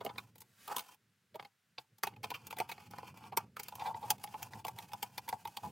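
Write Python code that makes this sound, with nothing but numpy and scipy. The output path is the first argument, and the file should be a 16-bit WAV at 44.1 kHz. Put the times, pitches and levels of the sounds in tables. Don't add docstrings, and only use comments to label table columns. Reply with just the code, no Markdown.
import sys
import numpy as np
from scipy import signal
from scipy.fft import rfft, irfft
from scipy.io import wavfile
from scipy.ndimage import uniform_filter1d

SR = 44100
rng = np.random.default_rng(int(sys.argv[2]) if len(sys.argv) > 2 else 0)


def to_wav(s):
    ch = np.atleast_2d(s).T
    pcm = np.round(np.clip(ch, -1, 1) * 32767)
    wavfile.write(sys.argv[1], SR, pcm.astype(np.int16))


N = 251811

# time_s, knock_db, crunch_db, tick_db, pitch_hz, chatter_ms
BIT_HITS = [(0.0095, -34, -45.5, -65, 843, 2.4), (0.0505, -34, -56, -43.5, 655, 1.4),
            (0.0637, -28.5, -34, -51, 732, 0.87), (0.0965, -36.5, -43.5, -83, 916, 3.1),
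            (0.1832, -40.5, -29, -47.5, 1123, 1.32), (0.6795, -44.5, -40.5, -47, 1033, 1.97),
            (0.7655, -33, -28, -31, 1000, 1.1), (0.7832, -39, -33, -35, 950, .8),
            (0.7942, -39, -34, -37, 950, .8), (1.3474, -43.5, -52, -69, 610, 2.74),
            (1.3566, -40, -51.5, -55, 650, 1.4), (1.3967, -39, -37, -73, 743, 1.04),
            (1.4501, -50.5, -45.5, -65, 827, 1.8), (1.7839, -42, -31.5, -73, 880, 0.99),
            (2.0351, -25.5, -22.5, -29, 1058, 0.89), (2.0719, -31, -34.5, -44.5, 897, 1.5),
            (2.2426, -35, -31, -48.5, 863, 1.74), (2.3052, -38, -35.5, -41.5, 948, 1.1),
            (2.3149, -32, -38.5, -59, 927, 1.74), (2.3478, -46, -35.5, -55.5, 1118, 5.5),
            (2.508, -40.5, -34.5, -46, 1232, 1.38), (2.5275, -37, -35.5, -51, 890, 0.62),
            (2.5868, -41.5, -36.5, -41.5, 743, 1.56), (2.6019, -26.5, -26.5, -36, 910, 0.54),
            (2.6947, -42, -40.5, -50, 940, 2.9), (2.7179, -41.5, -35.5, -48.5, 865, 2.25),
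            (2.9354, -38.5, -51, -68, 1004, 0.48), (2.9845, -36.5, -40.5, -53, 860, 0.66),
            (3.0308, -37.5, -52, -76, 790, 0.65), (3.3249, -38, -45.5, -70, 810, 2.8),
            (3.3735, -23.5, -26, -24.5, 905, 0.89), (3.5678, -38.5, -40, -47.5, 1327, 0.78),
            (3.5974, -38.5, -35, -39.5, 930, 1.08), (3.685, -45, -38.5, -39, 965, 0.91),
            (3.7235, -39.5, -47.5, -82, 903, 0.44), (3.7549, -42.5, -51, -41.5, 908, 0.68),
            (3.8133, -40.5, -41.5, -80, 855, 7), (3.8636, -43, -40.5, -82, 864, 7.1),
            (3.9444, -35, -45.5, -78, 947, 1.23), (4.0354, -35, -45.5, -83, 838, 6.4),
            (4.1052, -27.5, -22.5, -21, 854, 1.05), (4.2395, -37, -37, -36, 843, 0.62),
            (4.3416, -33, -44, -70, 881, 2.54), (4.4225, -38, -43.5, -57, 900, 1.03),
            (4.4289, -53, -32.5, -33.5, 874, 0.53), (4.5346, -48, -36, -54, 925, 0.32),
            (4.65, -29.5, -35, -42.5, 892, 0.69), (4.6822, -33.5, -37, -41.5, 863, 1.22),
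            (4.7875, -41, -33, -41, 923, 0.25), (4.9342, -34, -33, -40, 890, 0.34),
            (5.0288, -29.5, -30, -33.5, 890, 0.98), (5.1806, -34.5, -30, -39, 870, 1.03),
            (5.28, -37, -42, -56, 920, 1.6), (5.2907, -38.5, -37, -38.5, 950, 1.58),
            (5.3271, -26, -34.5, -50, 838, 0.34), (5.4541, -32.5, -36.5, -50, 915, 0.79),
            (5.5714, -35, -31.5, -37, 888, 0.43)]
# time_s, tap_db (knock level; the crunch sits 1 dB
# above), tick_db
MORE_BIT_HITS = [(.357, -57.5, -58.5), (0.383, -67, -54.5), (0.407, -61, -49), (0.418, -57, -51),
                 (.806, -48, -48), (.945, -62, -62), (0.159, -50.5, -78), (1.4264, -48.5, -66),
                 (1.985, -64, -58.5), (3.798, -40, -62.5), (4.183, -55.5, -61), (4.892, -55, -83),
                 (2.137, -59, -84), (2.165, -54, -69), (2.234, -42, -48), (2.4704, -51.5, -43),
                 (2.5692, -43, -53), (2.781, -46.5, -71), (3.24, -48, -73), (2.9112, -56, -52),
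                 (3.174, -50, -57), (3.634, -66, -41), (4.275, -45.5, -68), (4.598, -56, -71),
                 (4.6683, -43.5, -46), (4.92, -48, -58), (5.4754, -42.5, -47.5)]
BLOWS = BIT_HITS + [(s, tap_db, tap_db + 1, tick_db, 860, 1.2) for s, tap_db, tick_db in MORE_BIT_HITS]
# pitch_hz, t60_s
SHELL_MODES = [(480, .014), (620, .012), (740, .014), (835, .017), (930, .014), (1050, .011), (1200, .011),
               (1400, .008), (1800, .006)]
# pitch_hz, fingers_on_db, fingers_off_db, t60_s
RIB_MODES = [(1550, -4, 0, .0022), (2330, 0, -5, .0035), (3250, -4, -3, .0022), (4400, -4, -7, .0018)]
# frequency_hz, level_db
RASP_SPECTRUM = [(900, -10), (1500, -3), (2300, -6), (4500, -9), (6800, -10), (14000, -12), (16000, -14)]

ON_RIBS_S, TURNED_S = 2.0, 3.7
FLAT_RING, FLAT_SPREAD_HZ, HELD_SPREAD_HZ = .5, 240, 150


def bit_contacts():
    # pitch_hz, t60_s
    bench_modes = [(118, 0.062), (205, 0.077), (320, 0.052)]
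    bench_ring = sum(ring(hz, t60) for hz, t60 in bench_modes)
    graze, pulse_share, pulse_delay_s = 0.14, 0.32, 0.0114
    plastic, ticks = np.zeros(N), np.zeros(N)
    t = np.arange(SR // 20) / SR
    chatter = rng.standard_normal((len(BLOWS), 3, len(t)))
    scatter = rng.uniform(-1, 1, (len(BLOWS), len(RIB_MODES), 2))
    chatter *= clumps(chatter.shape, size=40, depth_db=4.)
    for blow, (soft, dull, sharp), spots in zip(BLOWS, chatter, scatter):
        time_s, knock_db, crunch_db, tick_db, pitch_hz, chatter_ms = blow
        age = t * 1000 / np.clip(chatter_ms, .4, 12)
        slip = (age / 2) ** 2 * np.exp(2 - age)
        burst = np.roll(slip, SR // 250) + graze * slip
        start_s = time_s - chatter_ms / 500 - 1 / 250
        flat = time_s < TURNED_S
        ring_share, spread_hz, thud_db = (FLAT_RING, FLAT_SPREAD_HZ, -13) if flat else (1, HELD_SPREAD_HZ, -19)
        shell = shell_ring(pitch_hz, spread_hz, ring_share, detune=0.07 * spots[:, 0])
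        second_pulse = ring_share * pulse_share * np.roll(burst, round(pulse_delay_s * SR))
        push = ring_share * np.sin(2 * np.pi * pitch_hz * t) + 2 * soft
        knock = signal.fftconvolve((burst + second_pulse) * push, shell)
        thud = signal.fftconvolve(burst * soft, ring(*SHELL_MODES[0]))
        bump = signal.fftconvolve(burst, bench_ring)
        crunch = signal.fftconvolve(dull * burst, struck_ribs(spots, ON_RIBS_S < time_s < TURNED_S))
        layers = [(knock_db, knock), (knock_db + thud_db, thud), (knock_db - 26, bump), (crunch_db, crunch)]
        add(plastic, start_s, sum(gain_of(db) * x / abs(x).max() for db, x in layers))
        crack = burst * sharp
        add(ticks, start_s, gain_of(tick_db) * crack * np.linalg.norm(burst) / np.linalg.norm(crack))
    return plastic, steel(ticks)


def shell_ring(pitch_hz, spread_hz, ring_share, detune=(0, 0, 0, 0)):
    return sum((-1) ** k * ring(hz * (1 + detune[k % 4]), ring_share * t60)
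               / (1 + ((hz - pitch_hz) / spread_hz) ** 2) for k, (hz, t60) in enumerate(SHELL_MODES))


def struck_ribs(spots, fingers_on):
    return sum(np.sign(lift * bend) * gain_of((on_db if fingers_on else off_db) + 3 * lift)
               * ring(hz * (1 + .08 * bend), t60)
               for (hz, on_db, off_db, t60), (lift, bend) in zip(RIB_MODES, spots))


def steel(ticks):
    # frequency_hz, level_db
    spectrum = [(4000, -12), (5700, -11), (9000, -13), (13500, -7), (16000, -9)]
    hz, db = np.transpose(spectrum)
    taps = signal.firwin2(257, [0, *hz, SR / 2], gain_of([-60, *db, db[-1]]), fs=SR)
    taps = signal.minimum_phase(np.convolve(taps, taps))
    return np.convolve(ticks, taps / np.linalg.norm(taps))[:N]


def rubbing():
    t = np.arange(N) / SR
    flat, held = shell_ring(960, FLAT_SPREAD_HZ, FLAT_RING), shell_ring(860, HELD_SPREAD_HZ, 1)
    ribs = sum((-1) ** k * ring(hz, t60) * gain_of(db) for k, (hz, db, _, t60) in enumerate(RIB_MODES))
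    grip = clumps(N, size=400, depth_db=2.6)
    slips = grip * grit(per_s=900, spread_db=2.8)
    scrape = grip * (grit(per_s=2500, spread_db=2.2) + 0.3 * rng.standard_normal(N))
    rub = np.where(t < TURNED_S, *(unit_rms(signal.oaconvolve(slips, x)[:N]) for x in (flat, held)))
    rib_gain = gain_of(np.where((t > ON_RIBS_S) & (t < TURNED_S), 1.0, -12.5))
    rasp = coloured(scrape, RASP_SPECTRUM) + rib_gain * unit_rms(signal.oaconvolve(scrape, ribs)[:N])
    rub_gain = np.hypot(hand_strokes(column=2), bit_drag(column=1, offset_db=-21))
    rasp_gain = np.hypot(hand_strokes(column=3), bit_drag(column=2, offset_db=-30))
    return rub_gain * rub + rasp_gain * rasp


def hand_strokes(column):
    # start_s, length_s, rub_db, rasp_db
    strokes = [(0.0, 0.28, -77, -77.5), (.676, .05, -45, -57), (.8, .12, -72, -70), (2.25, 0.22, -71, -75),
               (2.675, 0.19, -72, -74.5), (2.904, 0.19, -66, -71.5), (3.141, 0.13, -63, -71.5),
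               (3.574, 0.26, -73, -70), (3.783, 0.12, -45, -65), (3.95, 0.18, -56.5, -65.5),
               (4.195, 0.27, -63.5, -66.5), (4.507, 0.085, -60, -67), (4.641, 0.425, -73.5, -72.5),
               (4.762, 0.06, -60, -64.5), (5.027, 1, -70, -70), (5.631, 0.015, -45, -61.5)]
    grip_s, let_go_s, swell_db = 0.0013, 0.055, 6.5
    t, power = np.arange(N) / SR, np.zeros(N)
    for row in strokes:
        age_s, length_s = t - row[0], row[1]
        shape = np.clip(np.minimum(age_s / grip_s, 1 + (length_s - age_s) / let_go_s), 0, 1) ** 2
        power += (shape * gain_of(row[column] + swell_db * np.clip(age_s / length_s, 0, 1))) ** 2
    return np.sqrt(power)


def bit_drag(column, offset_db, fade_db_per_s=330):
    t, power = np.arange(SR // 4) / SR, np.zeros(N)
    for row in BLOWS:
        add(power, row[0], gain_of(row[column] + offset_db - fade_db_per_s * t) ** 2)
    return np.sqrt(power)


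def grit(per_s, spread_db):
    size = gain_of(spread_db * np.minimum(rng.exponential(1, N), 4)) * rng.choice([-1, 1], N)
    return size * (rng.random(N) < per_s / SR)


def tube_slide():
    time_s, level_db = (.43, .55, .62, .68), (-80, -74, -63, -60)
    swell = gain_of(np.interp(np.arange(N) / SR, time_s, level_db, -200, -200))
    return swell * coloured(rng.standard_normal(N), RASP_SPECTRUM)


def bench_rumble():
    # time_s, level_db
    leaning = [(0.09, -55.5), (0.32, -68.5), (1.3, -83.5), (1.43, -66.5), (1.51, -90), (2.0, -78),
               (2.06, -59.5), (3.4, -60), (3.5, -60), (3.6, -58.5), (4.14, -58.5), (4.21, -64),
               (4.49, -57.5), (5.6, -68.5), (5.68, -48.5)]
    # frequency_hz, level_db
    spectrum = [(50, -24), (85, -8), (115, 1), (150, -7.5), (200, -5), (300, -17.5), (500, -19),
                (3000, -100)]
    weight = gain_of(np.interp(np.arange(N) / SR, *np.transpose(leaning)))
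    lumps = clumps(N, size=1500, depth_db=3.) * rng.standard_normal(N)
    return weight * coloured(lumps, spectrum)


def reflections(x, t60_s=0.034, drift_rad_per_s=9.):
    t = np.arange(SR // 10) / SR
    taps = rng.choice([-1., 1.], (3, 2, len(t))) * (rng.random((3, 2, len(t))) < .1) * (t > .002)
    tails = (taps + .4 * taps[:, ::-1]) * gain_of(-60 * t / t60_s)
    drift = np.arange(N) / SR * drift_rad_per_s
    sends = (x * np.cos(drift + k * np.pi / 3) for k in range(3))
    return sum(signal.oaconvolve(send[None], tail / np.linalg.norm(tail[0]), axes=1)[:, :N]
               for send, tail in zip(sends, tails))


def room_tone(level_db=-80):
    # frequency_hz, level_db
    spectrum = [(40, -40), (100, -2), (180, -2), (300, -16), (1090, -12), (1520, -7), (16000, -22)]
    shared, left, right = rng.standard_normal((3, N))
    return gain_of(level_db) * coloured(shared + .35 * np.array([left, right]), spectrum)


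def gain_of(db):
    return 10 ** (np.asarray(db) / 20)


def unit_rms(x):
    return x / np.sqrt(np.mean(x ** 2) + 1e-30)


def coloured(x, spectrum):
    hz, db = np.transpose(spectrum)
    bins_hz = np.fft.rfftfreq(x.shape[-1], 1 / SR)
    eq = gain_of(np.interp(np.log(bins_hz + 1), np.log(hz), db))
    return unit_rms(irfft(rfft(x) * eq, x.shape[-1]))


def ring(hz, t60):
    t = np.arange(SR // 10) / SR
    return (1 - np.exp(-t * hz / 1.5)) * gain_of(-60 * t / t60) * np.sin(2 * np.pi * hz * t)


def clumps(shape, size, depth_db):
    wander = uniform_filter1d(uniform_filter1d(rng.standard_normal(shape), size), size)
    return gain_of(depth_db * unit_rms(wander))


def add(mix, start_s, sound):
    part = mix[max(round(start_s * SR), 0):][:len(sound)]
    part += sound[:len(part)]


def scene():
    plastic, ticks = bit_contacts()
    handling = plastic + rubbing() + tube_slide()
    direct = (handling + bench_rumble()) * gain_of([[-.6], [.4]]) + ticks
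    return direct + gain_of(-5.5) * reflections(handling + ticks) + room_tone()


def record(dry, bass_cut_hz=75, edge_hz=16000):
    thin = signal.sosfilt(signal.butter(4, bass_cut_hz, "high", fs=SR, output="sos"), dry)
    band_limit = signal.firwin(1023, edge_hz, window=("kaiser", 9), fs=SR)
    return signal.oaconvolve(thin, band_limit[None], "same")


dry = scene()
out = record(dry)
to_wav(out)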